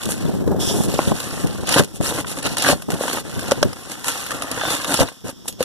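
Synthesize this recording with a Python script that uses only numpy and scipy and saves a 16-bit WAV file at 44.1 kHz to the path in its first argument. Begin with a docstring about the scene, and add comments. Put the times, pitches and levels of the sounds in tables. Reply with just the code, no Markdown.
"""Old asphalt shingles are pried off a wooden roof deck with a steel spade, close by and outdoors.
First come light shoves, while boots scuff over loose shingles, a mat slides and the boards thud.
From 1.7 s the spade digs in: each shove bites, sticks and slips, and lets go. Mats flex, tear and snap,
grit rasps, and the tool knocks on the deck, hardest near 3.5 s. The blade chatters around 4.6 s, and after
a lull a nail rings at 5.5 s. Two microphone ports of opposite polarity pick up the rubbing and cracking."""
import sys
import numpy as np
from scipy import signal
from scipy.fft import rfft, irfft, next_fast_len
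from scipy.io import wavfile
from scipy.ndimage import uniform_filter1d

SR = 44100
rng = np.random.default_rng(int(sys.argv[2]) if len(sys.argv) > 2 else 0)


def wav_out(sig):
    """Save sig, one row per channel (or a flat mono array), as 16-bit PCM at SR to the path in sys.argv[1]."""
    wavfile.write(sys.argv[1], SR, np.round(np.clip(np.atleast_2d(sig).T, -1, 1) * 32767).astype(np.int16))


N = 248724
TIME = np.arange(N) / SR
FFT_SIZE = next_fast_len(N + 4096)
BIN_HZ = np.maximum(np.arange(FFT_SIZE // 2 + 1) * SR / FFT_SIZE, 1)

# shingles snapping: (time [s], grit tick [dB], felt crunch [dB])
SHINGLE_SNAPS = [(0.033, -23, -47), (0.055, -20.5, -40), (0.093, -30, -35), (0.107, -26, -34),
                 (0.12, -23, -36), (.127, -29, -40), (.836, -31, -25), (0.939, -24, -21), (.990, -30, -12),
                 (1.001, -32, -11), (1.017, -27, -20), (1.2018, -19, -41), (1.339, -39, -34),
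                 (1.400, -29, -34), (1.471, -26, -20), (1.6708, -23, -22), (1.69, -12.5, -9.5),
                 (1.723, -15, -17), (1.7402, -22, -12), (1.835, -23, -28), (1.8453, -25, -30),
                 (2.012, -33, -23), (2.058, -35, -14), (2.154, -34, -23), (2.185, -23, -15),
                 (2.2013, -28, -17), (2.2452, -42, -13.5), (2.3255, -35, -34), (2.3705, -32, -31),
                 (2.386, -24, -36), (2.4275, -22, -37), (2.466, -16.5, -22), (2.569, -15.5, -12.5),
                 (2.582, -15, -15), (2.6221, -12, -31), (2.6467, -28, -6), (2.6634, -27, -8),
                 (2.702, -28, -19), (2.821, -26.5, -20), (2.9031, -21, -14), (2.9186, -24.5, -13),
                 (2.9395, -29, -23), (3.036, -28, -21), (3.08, -29, -8), (3.097, -21.5, -24),
                 (3.13, -20.5, -13), (3.171, -34, -10), (3.276, -41, -36), (3.295, -33, -42),
                 (3.393, -21.5, -36), (3.409, -30, -36), (3.43, -32, -35), (3.482, -26, -41),
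                 (3.7297, -29.5, -21.5), (3.9164, -22, -30), (4.0432, -22, -20), (4.0818, -12.5, -12.5),
                 (4.175, -27, -30), (4.2025, -28, -34), (4.3067, -23, -13), (4.317, -23.5, -12),
                 (4.345, -32, -23), (4.421, -18.5, -15), (4.4345, -30, -30), (4.514, -17, -31),
                 (4.578, -41, -14), (4.612, -36, -5.5), (4.652, -37, -9.5), (4.682, -32, -12),
                 (4.7033, -16, -22), (4.845, -20.5, -15), (4.9408, -10.5, -24), (5.0287, -20, -24),
                 (5.086, -34, -21), (5.481, -18.5, -42), (5.525, -32.5, -54), (5.6266, -16, -14)]


def from_db(db):
    """Decibels as a gain."""
    return 10 ** (np.asarray(db) / 20)


def rms_one(x):
    """Scale a signal to rms 1."""
    return x / np.sqrt(np.mean(x ** 2) + 1e-20)


def level_curve(points):
    """A fader ride in dB, as a gain per sample."""
    return from_db(np.interp(TIME, *np.transpose(points)))


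def per_bin(points):
    """A table over frequency, joined on a log axis."""
    hz, value = np.transpose(points)
    return np.interp(np.log(BIN_HZ), np.log(hz), value)


def coloured(x, spectrum):
    """Shape a white signal by a spectrum, keeping its power."""
    gain = rms_one(from_db(per_bin(spectrum)))
    return irfft(rfft(x, FFT_SIZE) * gain, FFT_SIZE)[..., :N]


def resonate(x, hz, width_hz):
    """One resonance with gain 1 at its peak."""
    r = np.exp(-np.pi * width_hz / SR)
    poles = [1, -2 * r * np.cos(2 * np.pi * hz / SR), r * r]
    return signal.lfilter(np.array([1, 0, -1]) * (1 - r * r) / 2, poles, x)


def ring_modes(x, modes):
    """Drive a bank of resonances side by side."""
    return sum(from_db(db) * resonate(x, hz, width_hz) for hz, width_hz, db in modes)


def struck(start, hz, db, t60):
    """A sine that starts suddenly and dies away, cut off after 0.2 s."""
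    out = np.zeros(N)
    first = int(start * SR)
    age = TIME[:min(N - first, SR // 5)]
    envelope = from_db(db) * np.exp(-np.log(1000) * age / t60)
    out[first:first + len(age)] = envelope * np.sin(2 * np.pi * hz * age)
    return out


def fade(clicks, t60):
    """Every click starts an exponential decay."""
    return signal.lfilter([1], [1, -from_db(-60 / (t60 * SR))], clicks + 1e-18)


def bursts(times, levels_db, t60):
    """Envelope of sudden releases that die away."""
    clicks = np.zeros(N)
    clicks[np.clip(np.round(times * SR).astype(int), 0, N - 1)] = from_db(levels_db)
    return fade(clicks, t60)


def snapping(times, levels_db, t60, rise_s=0.0036):
    """Envelope of breaks that take a moment to spread across the mat, then die away."""
    return fade(bursts(times, levels_db, t60), rise_s) * np.log(1000) / (rise_s * SR)


def stroke(start, length):
    """Envelope of one smooth push."""
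    return np.sqrt(np.abs(np.sin(np.pi * np.clip((TIME - start) / length, 0, 1))))


def wander(per_s):
    """A slow random path between -1 and 1."""
    knots = np.arange(0, TIME[-1] + 1, 1 / per_s)
    return np.interp(TIME, knots, rng.uniform(-1, 1, len(knots)))


def delayed(paths, lag_s):
    """Send each path through a moving delay."""
    return np.array([np.interp(TIME - lag_s, TIME, path) for path in paths])


def grains(per_s):
    """Tiny fractures at random moments, on four paths to the ports; power 1."""
    chance = np.clip(per_s / SR, .001, 1)
    return rng.standard_normal((4, N)) * (rng.random((4, N)) < chance) / np.sqrt(chance)


def stick_slip(per_s, spread_db, t60, steady):
    """Force of uneven slips on top of steady sliding; rms about 1."""
    sizes = from_db(spread_db * np.minimum(rng.exponential(1, N), 3))
    slips = rms_one(fade(sizes * (rng.random(N) < per_s / SR), t60))
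    power = slips ** 2 + steady ** 2
    return np.sqrt(power / uniform_filter1d(power, size=2200))


def crackle(per_s, pops_per_s, pop_db, spread_db=1):
    """Dense fine grinding, with granules of uneven size cracking out of it."""
    sizes = from_db(spread_db * np.minimum(rng.exponential(1, N), 2))
    pops = rms_one(fade(sizes * (rng.random(N) < pops_per_s / SR), t60=0.0049))
    return grains(per_s) + from_db(pop_db) * pops * grains(20000)


def spade_shoves(attack_s=0.02, release_t60=0.084):
    """Each shove bites, swells or eases, and lets go: the drive on felt, coarse grit, fine grit, deck."""
    # (start [s], length [s], force [dB], swell [dB], grit [dB], fine over coarse [dB], deck bearing [dB])
    shoves = [ (0, 0.19, -37.5, -2, -1, -3.5, -12), (0.093, 0.025, -37.5, 3, 6.5, 14, -19),
              (0.19, 0.22, -41.5, -9, -3, -8, -5.5), (0.599, 0.26, -38.5, -0.5, 5.5, 5, -3.5),
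              (0.88, 0.24, -36, 0.5, 2, -4.5, -2.5), (1.024, 0.079, -38, -4, -3, 7, -1),
              (1.141, 0.3, -34.5, -2, -1, -3, -7.5), (1.456, 0.19, -40, -2, -2, -5.5, -5),
              (1.658, 0.088, -27.5, 14, -1, -11.5, -10), (1.76, 0.039, -16.5, 1.5, -4.5, -6, -3),
              (1.801, 0.11, -51.5, 4, 0, -2, -3), (1.93, 0.039, -52, 11.5, 9.5, 2, 0),
              (2.02, 0.076, -32, 6.5, 3.5, 1.5, -9), (2.029, 0.18, -33, 4.5, -0.5, -2, -2),
              (2.264, 0.058, -35.5, 3.5, 2.5, -1.5, -10.5), (2.325, 0.07, -38.5, 11.5, -1, 0, -3),
              (2.415, 0.049, -30.5, 21.5, -6.5, -14, -6.5), (2.478, 0.066, -34, 1, -0.5, -8, -6.5),
              (2.571, 0.07, -31.5, 0.5, 1.5, -14, -3), (2.632, 0.068, -21.5, 10.5, -2.5, -8, -6),
              (2.701, 0.024, -20.5, -2, -1.5, -3, -2), (2.748, 0.15, -47, -13, -2, 2, -15),
              (2.9, 0.13, -39.5, -8, 0.5, -3, 1.5), (3, 0.2, -31, 0.5, 0, -3, -6.5),
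              (3.24, 0.29, -36, 9, -3.5, -5.5, -6), (3.515, 0.22, -39, -3, -4, -6, -5),
              (3.75, 0.33, -40.5, 3, -2, -2.5, -9), (3.895, 0.041, -40, -1, 4, -4, -3),
              (4.049, 0.043, -28, 5, 0.5, 0.5, -13), (4.095, 0.28, -32.5, -7.5, -2, -4, -14.5),
              (4.296, 0.3, -33, 3.5, -7.5, -3.5, -6), (4.511, 0.23, -31.5, 14, -2.5, -7, -7),
              (4.704, 0.05, -35, -2, 6, 2, -12), (4.733, 0.13, -29, -4, -4, -5, -13),
              (4.869, 0.072, -28, 7.5, 0.5, -1, -0.5), (4.945, 0.067, -30, 5, 3.5, -6.5, -1),
              (5.007, 0.012, -17.5, -3.5, -6, -2.5, 4), (5.016, 0.075, -40, 5, -1, -10, -7),
              (5.099, 0.12, -53, -14, -0.5, -2, -10), (5.244, 0.054, -40, 8, 0, -4.5, -1),
              (5.45, 0.027, -50, -7, 0.5, 4, -11), (5.486, 0.0053, -38, -14.5, 11, 2, 2.5),
              (5.597, 0.031, -38, -3, 1.5, -11, 5)]
    power = np.zeros((4, N))
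    for start, length, force_db, swell_db, grit_db, fine_db, bearing_db in shoves:
        span = slice(*np.searchsorted(TIME, [start - attack_s, start + length + release_t60]))
        age = TIME[span] - start
        bite = np.clip(age / attack_s + .5, 0, 1)
        hold_db = swell_db * (np.clip(age / length, 0, 1) - .5)
        release_db = -60 * np.maximum(age - length, 0) / release_t60
        shares = from_db([0, grit_db - fine_db / 2, grit_db + fine_db / 2, bearing_db])
        power[:, span] += np.outer(shares, bite * from_db(force_db + hold_db + release_db)) ** 2
    return np.sqrt(power)


def rasping_grit(coarse, fine):
    """Granules grind and pop against the blade; a snap crushes many at once, and crumbs trail after."""
    # tone of the coarse and of the fine grit: (frequency [Hz], level [dB])
    coarse_colour = [(1200, -18), (2300, 8.5), (2800, 12.5), (3500, -3), (4000, 5.5), (4500, 8.5),
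                     (5600, 3.5), (6500, 2.5), (9000, -12)]
    fine_colour = [(4000, -29), (6500, 3), (8000, 3.5), (9000, 4), (10000, -2), (11300, 4.5), (12500, -4.5),
                   (14300, -11)]
    # the steel blade singing under the grit: (frequency [Hz], width [Hz], level [dB])
    blade_modes = [(3604, 325, 7.5), (4400, 22, 3.5), (5540, 45, -1), (9520, 440, 3.5), (10080, 140, 9)]
    times, tick_db, _ = np.transpose(SHINGLE_SNAPS)
    force = stick_slip(per_s=200, spread_db=4.0, t60=0.048, steady=1.43)
    grind = crackle(per_s=9000, pops_per_s=110, pop_db=-7.0) * force * from_db(-1.2)
    crack = snapping(times, tick_db, t60=0.0076) * from_db(-0.5)
    crumbs = snapping(times, tick_db, t60=0.05) * from_db(-7.5)
    crush = grains(16000) * (crack + crumbs)
    big = coloured(grind * coarse * from_db(-4.5) + crush * from_db(-4.0), coarse_colour)
    small = coloured(grind * fine * from_db(-2) + crush * from_db(-4.5), fine_colour)
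    grit = big + small
    return grit + ring_modes(grit, blade_modes) * from_db(-1.0) + edge_rasp(grit)


def edge_rasp(grit, wander_s=0.001596):
    """The scraping edge picks one band out of the grit; its wandering path bends the pitch."""
    band = resonate(grit, hz=3453, width_hz=70)
    return from_db(13.5) * delayed(band, wander_s * wander(14))


def tearing_felt(tear):
    """Fibres give way in small clusters, and all at once in a snap."""
    # tone of the tearing: (frequency [Hz], level [dB])
    felt_colour = [(350, -5), (650, 1.5), (850, 2.5), (1250, 4.5), (1560, 4), (1900, 2), (2400, -4.5),
                   (3200, -4), (7000, -48)]
    times, _, crunch_db = np.transpose(SHINGLE_SNAPS)
    force = stick_slip(per_s=260, spread_db=1.5, t60=0.0093, steady=1.0)
    snap = snapping(times, crunch_db, t60=0.016) * from_db(-5.5)
    fibres = coloured(grains(5000) * (tear * force * from_db(-1.5) + snap), felt_colour)
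    return hollow_gap(fibres, gap_s=.0022, echo=.45)


def hollow_gap(x, gap_s, echo):
    """The gap under a lifted mat adds a short echo whose notches shift as it bends."""
    lag_s = gap_s * (1 + .35 * wander(9))
    return (x + echo * delayed(x, lag_s)) / np.sqrt(1 + echo ** 2)


def deck_knocks():
    """Each blow is a crack and a short hollow ring whose pitch depends on where the blade bears."""
    # the tool hits the deck: (time [s], ring [dB], pitch [Hz], crack [dB], ring t60 [s])
    blows = [(0.09, -9, 560, -33, 0.014), (0.477, -8.5, 450, -31.5, 0.033), (0.94, -8.5, 550, -38, 0.029),
             (1.783, -8, 540, -14.5, 0.026), (1.7961, -3, 573, -26, 0.094), (2.0104, -6, 666, -29, 0.013),
             (2.6865, -7, 587, -17.5, 0.18), (2.702, -4, 534, -24, 0.023), (3.009, -5.5, 530, -46, 0.033),
             (3.038, -10, 635, -35, .02), (3.0538, -11.5, 593, -38, 0.032), (3.135, -6.5, 422, -40, 0.0095),
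             (3.1474, -10.5, 625, -34, 0.015), (3.1718, -13, 524, -42, 0.015),
             (3.511, -16, 536, -14.5, 0.17), (3.518, 1.5, 550, -13, 0.058), (3.628, -3.5, 590, -8, 0.074),
             (4.635, -10.5, 640, -29, 0.044), (5.0057, -3, 547, -23, 0.063), (5.456, -23, 895, -45, 0.02),
             (5.606, -5.5, 511, -25, 0.079)]
    # partials of a knock: (multiple of its pitch, level [dB], share of its ring time)
    modes = [(.5, -25, 1), (1.0, -1.5, 0.65)]
    # tone of the crack: (frequency [Hz], level [dB])
    crack_colour = [(100, -0.5), (400, 7.5), (950, 6.5), (1700, 3.5), (3500, -1.0), (6000, -2.5),
                    (9000, -5.5), (14000, -18.0)]
    ring = sum(struck(start, hz * multiple, db + mode_db, t60 * share)
               for start, db, hz, _, t60 in blows for multiple, mode_db, share in modes)
    low_cut = signal.butter(2, 210, "high", fs=SR, output="sos")   # the ring carries no deep bass
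    times, _, _, crack_db, _ = np.transpose(blows)
    crack = grains(20000) * bursts(times, crack_db + 4, t60=.025)
    return coloured(crack, crack_colour), signal.sosfilt(low_cut, ring + 1e-18)


def boards_and_mats(bearing):
    """Shifting weight thumps the boards and, with the bearing spade, flexes the mats; thuds jolt both."""
    # weight shifting on the loose shingles: (time [s], level [dB])
    weight_ride = [(0, -52), (.06, -24), (.17, -33), (.27, -22.5), (.39, -25.5), (.52, -20), (.66, -27),
                   (.8, -21.5), (.9, -29), (1.17, -37.5), (1.45, -30), (1.72, -32.5), (1.9, -40.5),
                   (2.08, -33), (2.82, -41), (3.05, -41.5), (3.64, -29), (3.77, -43.5), (4.3, -43.5),
                   (4.9, -43), (5.17, -51.5), (5.6, -41)]
    # the boards give: (time [s], level [dB])
    thuds = [(0.058, -27), (0.227, -26), (0.421, -25), (.515, -28), (0.553, -31), (0.879, -16),
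             (0.937, -20), (1.074, -14), (1.112, -15.5), (1.442, -14.5), (1.589, -23.5), (1.695, -28),
             (1.793, -9.5), (2.004, -17), (2.452, -22), (2.515, -25), (2.724, -15.5), (2.884, -17.5),
             (2.934, -19.5), (3.362, -22), (3.648, -15.5), (4.34, -27), (5.008, -13), (5.244, -23.5)]
    # tone of the boards and of the mats: (frequency [Hz], level [dB])
    board_colour = [(15, -29), (40, -7), (90, 0.5), (170, 1.5), (250, -15), (400, -10.5), (900, -56)]
    mat_colour = [(100, -42), (200, -1.5), (290, -7.5), (400, -10), (480, -14.5), (700, -22), (1200, -34.5),
                  (3000, -46.5)]
    # the tool ringing against the deck: (frequency [Hz], width [Hz], level [dB])
    deck_modes = [(132, 103, -3.5), (277, 63.5, 3), (492, 109, 0), (558, 45, -7.5), (689, 126, -8.5)]
    weight = level_curve(weight_ride)
    force = stick_slip(per_s=150, spread_db=0.5, t60=0.044, steady=0.51)
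    jolt = bursts(*np.transpose(thuds), t60=0.14)
    thump = force * weight * from_db(1)
    flex = force * np.hypot(weight * from_db(0.5), bearing * from_db(-9))
    press = force * np.hypot(weight * from_db(-1.5), bearing * from_db(20.5))
    boards = coloured(grains(8000) * np.hypot(thump, jolt), board_colour)
    mats = coloured(grains(6000) * np.hypot(flex, jolt * from_db(-1)), mat_colour)
    slips = grains(3000)[0] * np.hypot(press, jolt * from_db(-7.5))
    return boards + mats, ring_modes(slips, deck_modes)


def nail_pings():
    """The blade catches a nail and it rings briefly."""
    # partials of steel on nail: (time [s], frequency [Hz], level [dB], t60 [s])
    pings = [(1.6917, 9730, -13, .025), (1.741, 9950, -14.5, 0.064), (1.790, 3110, -19, 0.038),
             (3.5185, 1400, -9.5, 0.015), (3.629, 1590, -10, 0.023), (3.631, 1150, -14, 0.024),
             (3.629, 6110, -10.5, 0.02), (3.630, 5520, -9.5, 0.013), (3.731, 5120, -27.5, .025),
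             (5.481, 12250, -31, 0.11), (5.481, 3720, -28, 0.05), (5.482, 10120, -25, 0.04),
             (5.481, 8370, -23, 0.039), (5.482, 7130, -29, .045), (5.482, 7700, -25, .045),
             (5.481, 5370, -46, 0.32), (5.481, 6600, -40, 0.22), (5.481, 3220, -43, .2)]
    return sum(struck(start, hz, db, t60) for start, hz, db, t60 in pings)


def blade_chatter():
    """Under load the blade chatters in one narrow resonance, which glides as the angle changes."""
    # (start [s], length [s], start pitch [Hz], end pitch [Hz], level [dB])
    squawks = [(2.646, 0.0082, 1590, 1550, -15), (2.658, 0.029, 1635, 1527, -22),
               (4.587, 0.2, 3480, 3610, -31.5), (4.603, 0.096, 1600, 1490, -32),
               (4.841, .018, 3730, 3700, -28.5), (4.88, 0.093, 3710, 3580, -34),
               (4.896, 0.042, 1540, 1430, -33)]
    out = np.zeros(N)
    for start, length, from_hz, to_hz, db in squawks:
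        ring = resonate(rng.standard_normal(N), from_hz, width_hz=41)
        ring /= np.sqrt(uniform_filter1d(ring ** 2, size=900) + 1e-12)   # even out the level
        bend = (to_hz / from_hz - 1) * np.clip((TIME - start) / length, 0, 1)
        glide = np.interp(TIME + np.cumsum(bend) / SR, TIME, ring)
        out += from_db(db) * stroke(start, length) * glide
    return out


def flying_chips(coarse, fine, per_s=300, low_hz=2900, high_hz=12550, spread_db=4, t60=0.01):
    """Single granules tick against the steel, each at its own pitch: coarse grit low, fine grit high."""
    when, pitch, size, route = rng.random((int(per_s * N / SR), 4)).T
    age = TIME[:SR // 50]
    start = (when * (N - len(age))).astype(int)
    hz = low_hz + (high_hz - low_hz) * pitch
    size_db = spread_db * np.minimum(-np.log(size), 3)
    strength = 2 * from_db(size_db - 2) * (coarse[start] * (1 - pitch) + fine[start] * pitch)
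    ticks = strength[:, None] * np.exp(-np.log(1000) * age / t60) * np.sin(2 * np.pi * np.outer(hz, age))
    out = np.zeros((4, N))
    path = (route * len(out)).astype(int)
    np.add.at(out, (path[:, None], start[:, None] + np.arange(len(age))), ticks)
    return out


def boot_steps():
    """The sole slaps a mat onto the deck: a dead clap with neither bass nor edge."""
    # a boot is set down: (time [s], level [dB])
    steps = [(0.9898, -0.5), (1.118, -8), (1.459, -20), (1.634, -20.5), (2.8872, -20)]
    # partials of the slap: (frequency [Hz], level [dB], t60 [s])
    modes = [(356, -11, 0.024), (626, -4.5, 0.023), (796, -2.5, 0.017), (1035, -3.5, 0.014),
             (1240, -23, 0.025)]
    slap = sum(struck(start, hz, db + mode_db, t60) for start, db in steps for hz, mode_db, t60 in modes)
    return signal.sosfilt(signal.butter(3, [250, 1400], "band", fs=SR, output="sos"), slap + 1e-18)


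def boot_scuffs():
    """The sole sticks and slips over hollow-lying shingles."""
    # drags of the boot: (start [s], length [s], level [dB])
    scuffs = [(0.277, 0.055, -31.5), (0.47, 0.1, -24.5), (0.582, 0.062, -25.5), (0.679, 0.042, -26.5),
              (0.715, 0.11, -23.5)]
    # the shingles under the sole: (frequency [Hz], half-width of each filter pass [Hz], level [dB])
    modes = [(240, 90, -9.5), (369, 133, 4.5), (557, 134, -1), (804, 110, -17)]
    push = sum(from_db(db) * stroke(start, length) for start, length, db in scuffs)
    slips = grains(2500)[0] * stick_slip(per_s=180, spread_db=0.0, t60=0.024, steady=0.36)
    body = sum(from_db(db) * resonate(resonate(slips, hz, 2 * half_width), hz, 2 * half_width)
               for hz, half_width, db in modes)
    return push * rms_one(body)


def sliding_mat():
    """A mat slides over grit: a short hiss that sings in two broad resonances."""
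    # swell of the slide: (time [s], level [dB])
    slide_ride = [(.585, -57), (.605, -26.5), (.66, -27.5), (.70, -21.5), (.745, -36), (.83, -37),
                  (.9, -50)]
    # its resonances: (frequency [Hz], width [Hz], level [dB])
    modes = [(3500, 410, 8.5), (5220, 780, 7.5)]
    return level_curve(slide_ride) * rms_one(ring_modes(grains(15000), modes))


def outdoor_air():
    """A faint hush under everything."""
    # tone of the air: (frequency [Hz], level [dB])
    air_colour = [(30, -72), (200, -53), (1000, 14), (4000, 0), (14000, 4.5)]
    return from_db(-54) * coloured(rng.standard_normal((4, N)), air_colour)


def microphone_ports(paths, left_lag_s=.000453, right_lag_s=.00042):
    """Sound from either side reaches the far port late; scattered sound reaches each port alone."""
    # diffuse sound: (frequency [Hz], share that is scattered)
    scatter_shares = [(50, .035), (200, .07), (400, .05), (700, .01), (1150, .003), (2280, .004),
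                      (3400, .04), (4600, .11), (5700, .28), (7500, .47), (10000, .35), (14000, .47)]
    # direct sound: (frequency [Hz], share that comes from the left)
    left_shares = [(100, .55), (330, .72), (900, .4), (1700, .22), (4200, .2), (5600, .3), (7000, .72),
                   (9000, .85), (14000, .75)]
    # tone of one port against the other: (frequency [Hz], left minus right [dB])
    port_balance = [(100, 1.2), (400, 1.6), (600, 1.2), (1100, 0), (1550, 2.8), (2050, 0), (2550, 0),
                    (4200, -2.2), (6500, -2.5), (10000, 2.6), (13000, -1)]
    from_left, from_right, *scatter = rfft(paths, FFT_SIZE)
    scattered = np.clip(per_bin(scatter_shares), 0, 1)
    leftward = np.clip(per_bin(left_shares), 0, 1)
    left = from_left * np.sqrt((1 - scattered) * leftward)
    right = from_right * np.sqrt((1 - scattered) * (1 - leftward))
    left_delay, right_delay = np.exp(-2j * np.pi * np.outer([left_lag_s, right_lag_s], BIN_HZ))
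    direct = np.array([left + right * right_delay, -(left * left_delay + right)])   # right port inverted
    diffuse = np.sqrt(scattered) * np.array(scatter)
    balance = from_db(np.outer([.5, -.5], per_bin(port_balance)))
    return irfft((direct + diffuse) * balance, FFT_SIZE)[:, :N]


def scene():
    """Rubbing and cracking come through the ports; deck, boots, nails and chatter sit near the middle."""
    tear, coarse, fine, bearing = spade_shoves()
    flexing, tool_ring = boards_and_mats(bearing)
    knock_crack, knock_ring = deck_knocks()
    shingles = tearing_felt(tear) + rasping_grit(coarse, fine) + flying_chips(coarse, fine)
    paths = shingles + flexing + sliding_mat() + knock_crack + outdoor_air()
    wood = signal.cheby1(8, 1, 1720, fs=SR, output="sos")   # the deck passes no treble
    deck = signal.sosfilt(wood, tool_ring + knock_ring + boot_scuffs() + boot_steps())
    deck_pan = from_db([0.5, -0.5])   # a touch to the left
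    return microphone_ports(paths) + np.outer(deck_pan, deck) + nail_pings() + blade_chatter()


def record(dry, cutoff_hz=14250):
    """A soft clip rounds off the hardest blows; a steep low-pass cuts the top."""
    rounded = dry / (1 + dry ** 8) ** (1 / 8)
    return signal.sosfilt(signal.ellip(10, .1, 80, cutoff_hz, fs=SR, output="sos"), rounded)


dry = scene()
out = record(dry)
wav_out(out)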